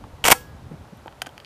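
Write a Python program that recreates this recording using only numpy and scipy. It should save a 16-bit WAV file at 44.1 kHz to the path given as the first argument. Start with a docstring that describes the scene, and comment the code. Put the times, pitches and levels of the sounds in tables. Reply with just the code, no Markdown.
"""Soft bumps of hands and a faint click, then a shotgun's bolt scrapes forward and slams shut: a fast run
of metal contacts that overloads the microphone and leaves the steel ringing. Hands bump the gun again
and a shell clicks against the loading gate. The open wooden shooting stand throws back quick reflections,
fence and trees add a faint tail, and light wind and distant outdoor noise lie underneath."""
import sys
import numpy as np
from scipy import signal
from scipy.fft import rfft, irfft
from scipy.io import wavfile
from scipy.ndimage import uniform_filter1d

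SR = 44100
rng = np.random.default_rng(int(sys.argv[2]) if len(sys.argv) > 2 else 0)


def store_pcm(level_fs):
    """Save levels as 16-bit WAV."""
    pcm = np.round(np.clip(level_fs, -1, 1) * 32767).astype(np.int16)
    wavfile.write(sys.argv[1], SR, np.atleast_2d(pcm).T)


N = 63945

# Hits of the closing bolt: start_s, body_db, clank_db, treble_db, hold_s, ring_hz, boost_db
BOLT_HITS = [(0.2403, -31, -19.5, -29, .0015, 2965, 15), (0.2436, -18, -24, -22, .0017, 6760, 7.5),
             (0.2499, -18.5, -17.5, -26, 0.001, 1988, 1), (0.2526, -14.5, -10, -14, 0.0012, 476, 9.5),
             (0.2577, -24.5, -16, -18.5, 0.0076, 1240, 14), (0.2648, -18.5, -20, -18.5, 0.0015, 6100, 12),
             (0.2685, -16, -21.5, -20, .003, 799, 0), (0.2728, -20, -14, -19, 0.0019, 7040, 9.5),
             (0.2785, -25, -15.5, -20.5, 0.002, 2388, 4.5), (0.2814, -8.5, -9.5, -11, 0.0049, 700, 5),
             (0.2865, -18, -19.5, -28.5, 0.0037, 2320, -10), (0.2950, -21, -22, -24.5, 0.0079, 2000, 1.5),
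             (0.3025, -10, -13, -13.5, .0035, 535, 8.5), (0.3072, -25.5, -21, -20.5, .003, 1460, 4.5),
             (0.3123, -17, -8.5, -10, .005, 15100, 9.5), (0.3176, -3, -3.5, -4.5, 0.0046, 2150, 3),
             (0.3229, -7.5, -9, -11, .0048, 1400, 0.5)]
# Short resonances of the bolt and its rails: pitch_hz, width_hz, level_db
BOLT_MODES = [(461.5, 160, -6.5), (700, 90, 1), (781, 23, 1.5), (950, 160, 2.5), (1415, 210, -5),
              (1487, 45, -2.5), (1663, 70, -1), (1990, 200, -1.5), (2250, 180, 0.5), (2565, 50, -3),
              (2850, 250, -3), (3185, 230, -5.5), (4513, 200, -12.5), (5530, 300, -11), (5940, 830, -12),
              (7280, 470, -8), (8330, 460, -7.5), (8800, 1500, -12.5), (12420, 1400, -8.5),
              (13940, 350, -17.5)]
# Broad tone of the bolt hits: frequency_hz, gain_db
BOLT_EQ = [(40, 2.5), (150, 1), (330, 0), (500, -2), (850, -4), (1150, -0.5), (2200, -4.5), (3000, -3.5),
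           (4000, 0.5), (6000, -2), (8300, -2), (10500, 0.5), (12500, -5.5), (15300, -1.5)]
# Long ring of barrel and spring: pitch_hz, relative_db, t60_s
STEEL_MODES = [(495, -33, .27), (1335, -32, .17), (1663, -32, .56), (2557, -49, .24), (4463, -48, .35),
               (5060, -58, .5), (6315, -54, .27), (6745, -50, .2), (9087, -52, .23), (9412, -46, .18),
               (11538, -52, .22)]
# Clicks of shell, gate and fingers: start_s, body_db, clank_db, treble_db, hold_s, ring_hz, boost_db
SHELL_CLICKS = [(0.0390, -41.5, -51, -66, 0.0018, 1140, 24), (0.9720, -65, -75, -58, 0.0022, 12500, 20.5),
                (1.0592, -28.5, -49, -54, 0.00045, 500, 17.5), (1.0718, -44, -72, -44, 0.0014, 988, 19.5),
                (1.0782, -30.5, -39.5, -83, 0.0023, 1100, 3), (1.1250, -47, -47.5, -61, 0.0017, 1060, 17),
                (1.2184, -22.5, -21.5, -21.5, 0.0021, 1474, 3.5), (1.2218, -29, -50, -29, 0.0019, 6530, 2),
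                (1.2480, -37, -48, -60, 0.00049, 3060, -1), (1.2612, -38.5, -38.5, -47, 0.0024, 3150, 3.5),
                (1.2662, -30.5, -44, -37.5, 0.00175, 7630, 12.5), (1.2688, -32, -37, -38, 0.0023, 1570, 7),
                (1.2912, -40, -50.5, -48, 0.00066, 3300, 14), (1.3788, -36, -31, -37, 0.00029, 3170, -4),
                (1.4010, -52, -33, -45, 0.0004, 2500, 3.5), (1.4470, -66, -33.5, -43, 0.00036, 4250, 6.5)]
# Short resonances of the receiver: pitch_hz, width_hz, level_db
RECEIVER_MODES = [(745, 90, -3), (855, 85, 8), (1340, 170, 2), (1570, 170, 0), (1900, 220, -2),
                  (2450, 260, -1), (3100, 240, 2), (4580, 300, -7), (4930, 250, -7), (5860, 350, -7),
                  (6730, 230, -4), (8200, 400, -10), (9800, 800, -7), (11650, 400, -8)]
# Broad tone of the clicks: frequency_hz, gain_db
CLICK_EQ = [(60, -20), (250, 0), (420, -8.5), (650, 0), (1100, -8.5), (1500, -4), (3000, -2), (3700, -2),
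            (4500, -2), (6000, -6), (11000, -9.5), (15500, -2)]
# Soft bumps of hands and stock: start_s, level_db, pitch_hz, length_s, relative_rub_db
HAND_BUMPS = [(0.037, -35, 74, 0.014, -14), (0.131, -38.5, 58, 0.015, -18), (0.146, -36, 93, 0.014, -29),
              (0.241, -29, 59, 0.0079, -17), (0.310, -24.5, 74.7, 0.013, -7),
              (0.616, -39.5, 117, 0.017, -18), (0.658, -38, 114.7, .016, -14.5),
              (0.707, -32, 158.3, 0.02, -6), (0.732, -36, 149.7, 0.02, -7.5), (0.923, -35, 183, 0.015, -9),
              (1.058, -38, 385, 0.0056, -13), (1.266, -39, 279, 0.012, -10)]
# Reverb tail from fence and trees: frequency_hz, t60_s, level_db
YARD_SCATTER = [(200, 0.35, -26.5), (600, 0.13, -19), (1566, 0.18, -31), (3940, .4, -25), (9500, 0.22, -21),
                (15380, 0.34, -23)]
# Tone of the outdoor bed: frequency_hz, gain_db
AIR_EQ = [(20, -29), (45, -5.5), (80, 0), (130, -3.5), (200, -8.5), (400, -13.5), (800, -13.5),
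          (1300, -18.5), (2000, -25.5), (4000, -31), (8000, -38), (12000, -40), (15500, -49.5)]
# Fader moves of the wind rumble: time_s, level_db
RUMBLE_FADER = [(0, -45), (.15, -50.5), (.21, -48), (.4, -47.5), (0.661, -45.5), (0.801, -47.5),
                (.86, -46.5), (.9, -57.5), (.96, -49.5), (1.1, -55), (1.19, -52.5), (1.3, -56), (1.45, -55)]

BODY_HZ, CLANK_LOW_HZ, CLANK_HIGH_HZ, TREBLE_HZ = 1083, 2270, 4200, 7000  # a contact's three bands
RING_Q, BEND_DELAY_S = 6.4, 0.00069
CRACK_DB, CRACK_S, GRAIN_DB = -4, 0.00069, 5.5
LOCK_S, STEEL_TRIM_DB = 0.35, -5.5
RUB_BAND_HZ = (111, 444)
STAND_DB, STAND_T60_S = -14.5, 0.04
WASH_DB, RUMBLE_BELOW_HZ = -52, 250
DRIVE_DB, CEILING, LOWPASS_HZ = 0.5, 0.92, 15500


def bolt():
    """The bolt clatters along its rails and slams shut."""
    return metal_contacts(BOLT_HITS, BOLT_MODES, BOLT_EQ, release_s=0.0015)


def steel_ring():
    """Barrel and spring ring on after the bolt locks."""
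    t, out = np.arange(N) / SR, np.zeros(N)
    for hz, db, t60 in STEEL_MODES:
        decay = np.exp(-np.log(1000) * t / t60)
        add(out, LOCK_S, amp(STEEL_TRIM_DB + db) * decay * np.sin(2 * np.pi * hz * t))
    return out


def shell_clicks():
    """Shell, gate and fingers tap the receiver: small, tight clicks."""
    return metal_contacts(SHELL_CLICKS, RECEIVER_MODES, CLICK_EQ, release_s=0.00052)


def metal_contacts(hits, modes, eq, release_s, size=4096):
    """Each contact rings the metal and favours one pitch region, set by where it lands."""
    hz, out = np.fft.rfftfreq(size, 1 / SR), np.zeros(N)
    mode_power = sum(amp(db) ** 2 / (1 + (2 * (hz - f) / width) ** 2) for f, width, db in modes)
    metal = unit(np.sqrt(mode_power) * amp(curve(eq, hz)))
    bend_delay = BEND_DELAY_S / np.sqrt(1 + (hz / BODY_HZ) ** 2)  # low bending waves arrive late
    bend_phase = 2 * np.pi * np.cumsum(bend_delay) * SR / size
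    for start_s, body_db, clank_db, treble_db, hold_s, ring_hz, boost_db in hits:
        bands = [(BODY_HZ, body_db), (CLANK_LOW_HZ, clank_db),
                 (CLANK_HIGH_HZ, clank_db), (TREBLE_HZ, treble_db)]
        ring = 1 + (amp(boost_db) - 1) / (1 + (2 * RING_Q * (hz / ring_hz - 1)) ** 2)
        log_gain = np.log(metal * ring * amp(curve(bands, hz)))
        # Minimum phase keeps the attack sharp, with the ring behind it.
        phase = signal.hilbert(np.r_[log_gain, np.flip(log_gain[1:-1])]).imag[:len(hz)]
        response = np.exp(log_gain - 1j * (phase + bend_phase))
        add(out, start_s, irfft(chatter(hold_s, release_s, size) * response))
    return out


def chatter(hold_s, release_s, size):
    """Near-flat spectrum of a burst of uneven micro-impacts: a crack, a hold, then a die-away."""
    t = np.arange(size) / SR
    crack = 1 + amp(CRACK_DB) * np.exp(-t / CRACK_S)
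    envelope = crack * np.exp(-np.maximum(t - hold_s, 0) / release_s)
    grains = np.repeat(rng.standard_normal(size // 16), 16)
    force = envelope * rng.standard_normal(size) * amp(GRAIN_DB * np.clip(grains, -2, 2))
    for _ in range(4):  # flatten the tone, then restore the envelope
        spectrum = rfft(force)
        flat = irfft(spectrum / (abs(spectrum) + 1e-12))
        force = envelope * flat / np.sqrt(abs(uniform_filter1d(flat ** 2, size=88)) + 1e-12)
    return rfft(force * np.linalg.norm(envelope) / np.linalg.norm(force))


def hand_bumps():
    """Hands knock the stock: dull thumps of a few cycles, each with a little rubbing."""
    t, out = np.arange(SR // 4) / SR, np.zeros(N)
    rub_filter = signal.butter(2, RUB_BAND_HZ, "band", fs=SR, output="sos")
    for start_s, db, hz, length_s, rub_db in HAND_BUMPS:
        progress = 2 * t / length_s
        swell = (progress * np.exp(1 - progress)) ** 2
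        rub = unit(signal.sosfilt(rub_filter, rng.standard_normal(len(t))))
        add(out, start_s, amp(db) * swell * (np.sin(2 * np.pi * hz * t) + amp(rub_db) * rub))
    return out


def reflections(gun):
    """A quick slap from the wooden stand and a faint, longer scatter from fence and trees."""
    t = np.arange(SR) / SR
    fade_in = 1 - np.exp(-(t / 0.0021) ** 2)
    stand = fade_in * rng.standard_normal(SR) * np.exp(-np.log(1000) * t / STAND_T60_S)
    stand *= amp(STAND_DB) / np.linalg.norm(stand)
    hz, frame_s, noise = signal.stft(rng.standard_normal(SR), SR, nperseg=256)
    decay_rate = np.log(1000) / curve([(f, t60) for f, t60, _ in YARD_SCATTER], hz)[:, None]
    level = amp(curve([(f, db) for f, _, db in YARD_SCATTER], hz))[:, None]
    envelope = level * np.sqrt(2 * decay_rate / SR) * np.exp(-decay_rate * frame_s)
    tail = signal.istft(noise * envelope, SR, nperseg=256)[1][:SR]
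    return signal.fftconvolve(gun, stand + fade_in * tail)[:N]


def outdoor_air():
    """Light wind rumbles and eases off unevenly under a steady distant wash."""
    hz = np.fft.rfftfreq(N, 1 / SR)
    noise = rfft(rng.standard_normal(N)) * amp(curve(AIR_EQ, hz))
    lows = 1 / (1 + (hz / RUMBLE_BELOW_HZ) ** 2)
    rumble_db = np.interp(np.arange(N) / SR, *np.transpose(RUMBLE_FADER))
    rumble = amp(rumble_db) * unit(irfft(noise * lows, N))
    wash = amp(WASH_DB) * unit(irfft(noise * (1 - lows), N))
    return rumble + wash


def amp(db):
    """Decibels to gain."""
    return 10 ** (np.asarray(db) / 20)


def unit(x):
    """Scales to rms 1."""
    return x / np.sqrt(np.mean(abs(x) ** 2) + 1e-20)


def curve(points, hz):
    """Joins (frequency_hz, value) points on a log-frequency axis."""
    f, value = np.transpose(points)
    return np.interp(np.log(hz + 1), np.log(f + 1), value)


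def add(mix, start_s, sound):
    """Drops a sound into the mix at start_s."""
    part = mix[round(start_s * SR):][:len(sound)]
    part += sound[:len(part)]


def scene():
    """Mono mix of the gun, its reflections and the outdoor bed."""
    gun = bolt() + shell_clicks() + steel_ring() + hand_bumps()
    return (gun + reflections(gun) + outdoor_air())[None]


def record(dry):
    """The slam drives the microphone into soft clipping; a steep low-pass trims the very top."""
    driven = dry * amp(DRIVE_DB) / CEILING
    clipped = CEILING * driven / (1 + driven ** 6) ** (1 / 6)
    lowpass = signal.firwin(401, LOWPASS_HZ, window=("kaiser", 8), fs=SR)
    return signal.oaconvolve(clipped, lowpass[None], "same")


dry = scene()
out = record(dry)
store_pcm(out)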